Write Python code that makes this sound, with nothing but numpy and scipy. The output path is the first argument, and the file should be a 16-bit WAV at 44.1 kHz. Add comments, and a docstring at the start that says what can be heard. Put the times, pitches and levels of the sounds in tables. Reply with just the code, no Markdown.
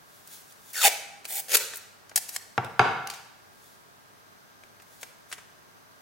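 """In a bare, echoing room, masking tape is picked at, pulled off its roll in three short pulls and torn off.
Snapping glue threads excite the taut strip, whose pitch falls in the first and third pulls and creeps up in
the second; breaking paper fibres make the tear. The roll, a set of damped modes, is set down with two knocks
and a faint thud between. Clusters of tiny breaks make the fingers on thin boards and sticky strip.
Filtered noise gives the hiss, wavering sines the hum and whine, and decaying noise the echo."""
import sys
import numpy as np
from scipy import signal
from scipy.fft import rfft, irfft, next_fast_len
from scipy.io import wavfile
from scipy.ndimage import uniform_filter1d

SR = 44100
rng = np.random.default_rng(int(sys.argv[2]) if len(sys.argv) > 2 else 0)


def transcribe(signal):
    """Save signal, clipped to [-1, 1], as a 16-bit WAV file at the path in sys.argv[1]."""
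    frames = np.atleast_2d(signal).T
    limited = np.clip(frames, -1, 1)
    pcm = np.round(limited * 32767).astype(np.int16)
    wavfile.write(sys.argv[1], SR, pcm)


N = 265173
T = np.arange(N) / SR


def amp(db):
    """Level law: decibels to amplitude gain."""
    return 10 ** (np.asarray(db) / 20)


def read(points, hz):
    """Logarithmic frequency scale: reads a table between its points."""
    f, value = np.transpose(points)
    return np.interp(np.log(hz + 1), np.log(f + 1), value)


def add(mix, s, sound):
    """Superposition: mixes a sound in at time s."""
    part = mix[..., round(s * SR):][..., :sound.shape[-1]]
    part += sound[..., :part.shape[-1]]


def stereo(mid, side):
    """Sum and difference: left and right from mid and side."""
    return np.array([mid + side, mid - side])


def wander(count, per_s):
    """Slow random modulation: straight lines between unit normal draws, per_s of them a second."""
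    return np.interp(np.arange(count) * per_s / SR, np.arange(count), rng.standard_normal(count))


def colour(x, points, tilt_db=0, size=2048):
    """Minimum phase: a causal filter of unit energy with the given spectrum, tilted above the low mids."""
    hz = abs(np.fft.fftfreq(size, 1 / SR))
    log_gain = np.log(amp(read(points, hz) + tilt_db * np.log2(1 + hz / 900)))
    response = np.exp(signal.hilbert(log_gain).conj())
    taps = np.fft.ifft(response).real
    return signal.oaconvolve(x, taps / np.linalg.norm(taps))[:len(x)]


def resonate(x, hz, width):
    """Moving resonance: shifts the pitch to zero, damps, shifts back, and keeps the power of white noise."""
    turn = np.exp(2j * np.pi * np.cumsum(hz) / SR)
    r = np.exp(-np.pi * width / SR)
    swing = turn * signal.lfilter([1], [1, -r], x / turn + 1e-18)
    return np.sqrt(2 * (1 - r * r)) * swing.real


def snaps(count, per_s, spread_db, order=260):
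    """Random impulse train: tiny breaks of uneven size, levelled to a nearly steady running power."""
    chance = rng.random(count)
    size = rng.exponential(1, count)
    push = rng.choice([-1., 1.], count)
    train = (chance < per_s / SR) * push * amp(spread_db * np.minimum(size, 4))
    return train / np.sqrt(abs(uniform_filter1d(train ** 2, order)) + 0.0089)


def burst(decay, per_s=9000, spread_db=3, count=4096):
    """Exponential decay: a dying cluster of breaks, with the energy of its envelope."""
    fade = np.exp(-np.arange(count) / SR / decay)
    x = snaps(count, per_s, spread_db) * fade
    return x * np.linalg.norm(fade) / (np.linalg.norm(x) + 1e-9)


def swells(rows, t):
    """Exponential growth and decay: the gain of efforts that build up to a peak and die away."""
    return sum(amp(db) * np.exp(-np.maximum((s - t) / rise, (t - s) / fall)) for s, db, rise, fall in rows)


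def near(count=700):
    """Early scattering: direct sound and reflections off hands and table, different at each ear."""
    t = np.arange(count) / SR
    mid, side = rng.standard_normal((2, count)) * np.exp(-t / 0.0031)
    mid = signal.lfilter(*signal.butter(4, 2800, "high", fs=SR), mid)  # fingers only reflect short waves
    side = signal.lfilter(*signal.butter(3, 1500, "high", fs=SR), side)  # long waves reach both ears alike
    mid = mid / np.linalg.norm(mid)
    side = side / np.linalg.norm(side)
    direct = 0.8 * (t == 0)
    balance = amp([[.5], [-.5]])  # left slightly louder
    return stereo(direct + amp(-7) * mid, amp(-5.5) * side) * balance


def send(x, echo_db):
    """Direct and reverberant paths: rows of left and right as scattered just then, and the feed to the room."""
    return np.vstack([signal.oaconvolve(x[None], near(), axes=1)[:, :len(x)], amp(echo_db) * x])


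# hiss spectrum before its overall level is set: frequency_hz, level_db
HISS = [(15, -36.5), (25, -4), (64, -17.5), (92, -2.5), (223, -4), (317, -6.5), (363, -6), (405, -2.5),
        (531, -7.5), (591, -3), (1560, -6), (2550, -12.5), (6210, -15), (6920, -18), (16000, -19)]
# stereo width of the hiss: frequency_hz, side_minus_mid_db
HISS_SIDE = [(60, 5), (110, 1), (200, 3), (380, 3.5), (700, -1.5), (1290, 6.5), (2380, -1.5), (4400, 1),
             (8120, -1), (15000, -19)]
# faint electric hum and whine, one row per frequency below: start_s, level_db
WHINE = [(1.5, -74), (-0.5, -70), (4.1, -73.5), (-18, -89)]
# hum and whine frequencies: frequency_hz
WHINE_HZ = [99, 1608, 6120, 7208]
HISS_DB = -58.5  # rms of the mid signal


def background():
    """Stationary noise: room air and microphone hiss, with an electric hum and whine of wavering phase."""
    size = next_fast_len(N)
    hz = np.fft.rfftfreq(size, 1 / SR)
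    a, b = rfft(rng.standard_normal((2, size))) * amp(read(HISS, hz))
    mid, side = irfft(np.array([a, b * amp(read(HISS_SIDE, hz))]), size)[:, :N]
    whine = 0
    for f, (s, db) in zip(WHINE_HZ, WHINE):
        phase = 2 * np.pi * f * T + f / 2500 * wander(N, per_s=61)
        whine = whine + amp(db) * (T >= s) * np.sin(phase)
    return amp(HISS_DB) * stereo(mid, side) / np.std(mid) + whine


# strokes of fingertips on tape and board: peak_s, level_db, rise_s, fall_s
RUBS = [(.15, -58, .1, 0.12), (.335, -44.5, 0.033, 0.037), (.51, -55, .035, 0.012),
        (.705, -49.5, 0.074, .03), (3.66, -58, 0.1, 0.095), (4.935, -57.5, 0.069, 0.091),
        (5.016, -45, 0.0067, .012), (5.303, -52, .012, 0.016)]
# spectrum of rubbing skin: frequency_hz, level_db
SKIN = [(100, -11), (700, -13), (2000, -4.5), (4500, 0), (10000, 2), (15500, -1)]
# crinkles and snaps of the strip: start_s, level_db, decay_s, tilt_db_per_octave
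CRINKLES = [(.273, -42, 0.0062, 2), (.523, -46, 0.0039, 1), (.7044, -38, 0.0014, 9),
            (0.732, -36, 0.0092, 5.5), (1.245, -43, 0.0046, -6), (1.252, -30, 0.0054, -3.5),
            (1.5175, -21.5, .0037, -2), (1.5687, -13.5, 0.0043, -0.5), (1.736, -30.5, 0.0036, -8.5),
            (1.745, -36, 0.0034, 2), (1.757, -31, 0.0057, 6), (1.77, -32, 0.0067, 8),
            (2.095, -42.5, 0.0038, -3.5), (2.114, -38.5, .0037, -15.5), (2.362, -21, 0.0035, -3.5),
            (4.636, -43, 0.0035, -10.5), (4.799, -46.5, 0.0063, -11.5), (4.82, -48.5, 0.0066, -1),
            (5.03, -29.5, 0.0047, -7.5), (5.315, -37.5, 0.0074, -7.5), (5.326, -29, 0.0074, -6),
            (5.38, -43.5, 0.012, -9.5)]
# spectrum of creased and tearing paper, also used by the tear: frequency_hz, level_db
PAPER = [(45, -21), (120, -28), (270, -28), (450, -12), (780, -8.5), (1060, -6), (1750, 1.5), (3500, -0.5),
         (7000, 4.5), (11000, 4), (15500, -3)]
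# light taps of nails and boards: start_s, level_db, decay_s
TAPS = [(2.646, -36, 0.0033), (3.072, -26.5, 0.0022), (3.1001, -25, 0.0026), (3.11, -39.5, 0.0055),
        (3.137, -39, 0.013)]
# spectrum of a tapped board: frequency_hz, level_db
BOARD = [(200, -31), (900, -7), (2000, -6), (3500, -7.5), (6500, -8), (10000, -14), (15500, -18)]
CRINKLE_ECHO_DB = -10.5


def handling():
    """Friction and impact: fingers rub as a train of tiny slips, crinkle the strip and tap the boards."""
    slips = snaps(N, per_s=8000, spread_db=5.0) * swells(RUBS, T)
    out = send(colour(slips, SKIN), echo_db=-2.5)
    for s, db, decay, tilt_db in CRINKLES:
        add(out, s, send(amp(db) * colour(burst(decay), PAPER, tilt_db), CRINKLE_ECHO_DB))
    for s, db, decay in TAPS:
        add(out, s, send(amp(db) * colour(burst(decay), BOARD), echo_db=-4.5))
    return out


GRIP_S = 0.039  # the hand takes up the tension
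TIGHTEN_DB_PER_S = 47.5  # the drag grows as the pull goes on
JERK_LEAD, LET_GO = 1.32, 0.78  # jerk peak, and start of letting go, in jerk half-widths before the end


def effort(t, length, drag_db, jerk_db, jerk_s):
    """Driving force: the hand grips, drags ever harder, adds a closing jerk and lets go."""
    drag = amp(drag_db + TIGHTEN_DB_PER_S * t) * np.minimum(t / GRIP_S, 1)
    jerk = amp(jerk_db) * np.exp(-((length - t) / jerk_s - JERK_LEAD) ** 2)
    return (drag + jerk) * np.clip((length - t) / (LET_GO * jerk_s), 0, 1)


SPEED_POWER = 1.3  # peeling speed goes with this power of the force
REACH_EASE = 3.37  # how early in the pull the strip nears its final pitch


def strip_pitch(force, from_hz, to_hz):
    """String law: period goes with free length, so it moves from first to last value as tape peels."""
    peeled = np.cumsum(force ** SPEED_POWER)
    reach = 1 - np.exp(-REACH_EASE * peeled / peeled[-1])
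    return 1 / (1 / from_hz + (1 / to_hz - 1 / from_hz) * reach)


# pulls off the roll: start_s, length_s, drag_db, jerk_db, jerk_half_width_s, pitch_before_hz, pitch_after_hz,
# strip_ring_db, strip_damping_hz, tilt_db_per_octave, echo_db
PULLS = [(.728, 0.17, -37.5, -20.5, 0.029, 1970, 731, -3.5, 114, -0.5, -11.5),
         (1.267, .148, -35, -56, 0.026, 730, 782, -18, 152, 4.5, -11),
         (1.475, 0.0888, -31.5, -15.5, 0.0095, 540, 450, -17, 220, -.5, -8)]
# modes of the taut strip: pitch_multiple (ratio), damping_width_factor (ratio), level_db
STRIP = [(1, 0.61, 3), (2, 0.99, -16), (3, 1.8, -1), (5, 29, -11)]
# spectrum of snapping glue threads: frequency_hz, level_db
GLUE = [(45, -10.5), (70, -15.5), (120, -34), (270, -19), (430, -19), (760, 2), (1060, -14.5), (1550, 3.5),
        (2150, 4), (3700, 1.5), (6500, 5), (10000, 3), (15500, 0)]


def pull(start, length, drag_db, jerk_db, jerk_s, from_hz, to_hz, ring_db, width_hz, tilt_db, echo_db,
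         count=13230, stutter_db=2.5, flutter=0.045):
    """Excited string: glue threads snap along the peel line in uneven runs and shake the taut strip."""
    force = effort(np.arange(count) / SR, length, drag_db, jerk_db, jerk_s)
    threads = snaps(count, per_s=5500, spread_db=2.5) * amp(stutter_db * wander(count, per_s=630))
    pitch = strip_pitch(force, from_hz, to_hz)
    # uneven tension shakes a short strip most
    pitch = pitch * np.exp(flutter * pitch / 700 * wander(count, per_s=430))
    no_bass = signal.butter(4, 340, "high", fs=SR, output="sos")  # a narrow strip radiates little bass
    strip = 0
    for k, wider, mode_db in STRIP:  # the modes move together with the strip's length
        swing = resonate(threads, k * pitch, wider * width_hz)
        swing = signal.sosfilt(no_bass, swing)
        power = abs(uniform_filter1d(swing ** 2, size=900))
        strip = strip + amp(mode_db) * swing / np.sqrt(power + .01)  # evened out: the pull sets the swing
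    strip = signal.lfilter(*signal.iirnotch(1080, 3, fs=SR), strip)  # the table bounce cancels one band
    rasp = colour(force * threads, GLUE, tilt_db)
    return start, send(rasp + force * amp(ring_db) * strip, echo_db)


# runs of the tear across the paper: peak_s, level_db, rise_s, fall_s
TEAR = [(2.160, -13.5, 0.00092, 0.005), (2.178, -20, 0.0045, 0.0043), (2.2925, -32.5, .004, 0.0052),
        (2.357, -36, 0.026, 0.0041)]
NICK_S, NICK_DB = 2.1584, -14  # the edge of the tape gives with one snap and starts the tear


def tear(count=13230, strip_hz=790, strip_db=-17):
    """Fracture: the edge snaps, then paper fibres break in a few runs and shake the taut strip."""
    fibres = snaps(count, per_s=7800, spread_db=3.5) * swells(TEAR, NICK_S + np.arange(count) / SR)
    fibres = fibres + amp(NICK_DB) * burst(decay=0.0016, count=count)
    strip = signal.lfilter(*signal.iirpeak(strip_hz, 4, fs=SR), fibres) * np.sqrt(SR / strip_hz)
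    return NICK_S, send(colour(fibres, PAPER) + amp(strip_db) * strip, echo_db=-12)


def ring(modes, t):
    """Modal synthesis: damped sines struck at t = 0; neighbours swing in opposite directions."""
    total = 0
    for k, (hz, db, t60) in enumerate(modes):
        total = total + (-1) ** k * amp(db - 60 * t / t60) * np.sin(2 * np.pi * hz * t)
    return total


# landings of the roll: start_s, level_db, softness_corner_hz, thud_db, rattle_db, echo_db
KNOCKS = [(2.579, -15.5, 1760, -15, -23.5, -8.5), (2.643, -43, 2030, 3, -19, -4),
          (2.794, -9, 2960, -18, -17, -3.5)]
# modes of the cardboard roll: frequency_hz, level_db, t60_s
ROLL = [(375, -16.5, 0.11), (450, -10, 0.056), (719, -4, 0.067), (787.4, -2, 0.068), (870, -3.5, .04),
        (923, -8.5, 0.074), (1185, -6, 0.053), (1336, -1, 0.045), (1640, -4, 0.021), (2183, -6, 0.055),
        (2440, -32, 0.027), (2920, 6.5, 0.0049), (3730, -18.5, 0.014)]
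# modes of the table top: frequency_hz, level_db, t60_s
TABLE = [(96, 1, 0.088), (127.8, 5, 0.18), (168, 4.5, 0.065), (225, -7, 0.071)]
# spectrum of the contact: frequency_hz, level_db
CRACK = [(60, -18), (200, -4.5), (290, -7.5), (520, -7.5), (950, 3.5), (1500, -1.5), (3000, -11.5),
         (6000, -19.5), (10000, -29), (15500, -34)]


def knocks(count=17640, rattle_decay=0.081):
    """Impact: one edge of the roll lands, then it falls flat and chatters; the table top booms under it."""
    out, t = np.zeros((3, N)), np.arange(count) / SR
    roll, table = ring(ROLL, t), ring(TABLE, t)
    for s, db, soft_hz, thud_db, rattle_db, echo_db in KNOCKS:
        contact = amp(20.0) * (t == 0) + amp(3.0) * burst(decay=0.0025, count=count)
        contact = contact + amp(rattle_db) * burst(rattle_decay, per_s=1900, count=count)
        soften = signal.butter(1, min(soft_hz, SR / 3), fs=SR)
        blow = signal.lfilter(*soften, amp(1.0) * roll + colour(contact, CRACK))
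        add(out, s, send(amp(db) * (blow + amp(thud_db) * table), echo_db))
    return out


# reverberation time of the room: frequency_hz, t60_s
ROOM_T60 = [(100, 0.89), (260, 0.53), (700, 0.74), (1840, 0.83), (4850, 0.74), (9000, 0.6), (15000, 0.31)]
# initial spectrum of the echo: frequency_hz, level_db
ROOM_COLOUR = [(50, -9), (110, 2), (300, 3), (800, 2), (2000, 0), (6000, 1.5), (10000, 0.5), (15000, 5.5)]
# long waves reach both ears more alike: frequency_hz, side_minus_mid_db
ROOM_SIDE = [(120, -10), (500, -12), (1100, -5.5), (4000, -4)]


def tail(count=44100):
    """Diffuse decay: dense reflections swell as the far walls answer, each band dying at its own speed."""
    hz, t, z = signal.stft(rng.standard_normal((2, count)), SR, nperseg=256)
    swell_db = np.interp(t, [0, .012, .04, .056, .085], [-29.0, -2.0, -6, -0.5, -2.5])
    decay_db = -60 * t / read(ROOM_T60, hz)[:, None]
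    z = z * amp(swell_db + read(ROOM_COLOUR, hz)[:, None] + decay_db)
    bands = np.array([z[0], z[1] * amp(read(ROOM_SIDE, hz))[:, None]])
    mid, side = signal.istft(bands, SR, nperseg=256)[1]
    return amp(-1.5) * stereo(mid, side) / np.linalg.norm(mid)


def room(sources):
    """Convolution: near sound plus the long answer of the room."""
    left, right, echo = sources
    return np.array([left, right]) + signal.fftconvolve(echo[None], tail(), axes=1)[:, :N]


def scene():
    """Superposition: all sources, near and through the room, over the background."""
    sources = handling() + knocks()
    for row in PULLS:
        add(sources, *pull(*row))
    add(sources, *tear())
    return room(sources) + background()


LOPSIDED_DB = -19  # the microphone bends loud treble unevenly, which adds a low puff
EDGE_HZ = 16100  # upper band limit


def record(dry):
    """Nonlinear distortion: loud treble overloads the microphone, high peaks round off, the band is limited."""
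    treble = signal.lfilter(*signal.butter(2, 3000, "high", fs=SR), dry)
    puff = signal.lfilter(*signal.butter(1, [30, 200], "band", fs=SR), treble ** 2)
    bent = dry + amp(LOPSIDED_DB) * puff
    bent = signal.lfilter(*signal.butter(2, 32, "high", fs=SR), bent)  # the microphone misses the deepest bass
    rounded = bent / (1 + (bent / .9) ** 4) ** .25
    band_limit = signal.firwin(401, EDGE_HZ, window=("kaiser", 9), fs=SR)
    return signal.oaconvolve(rounded, band_limit[None], "same")


dry = scene()
out = record(dry)
transcribe(out)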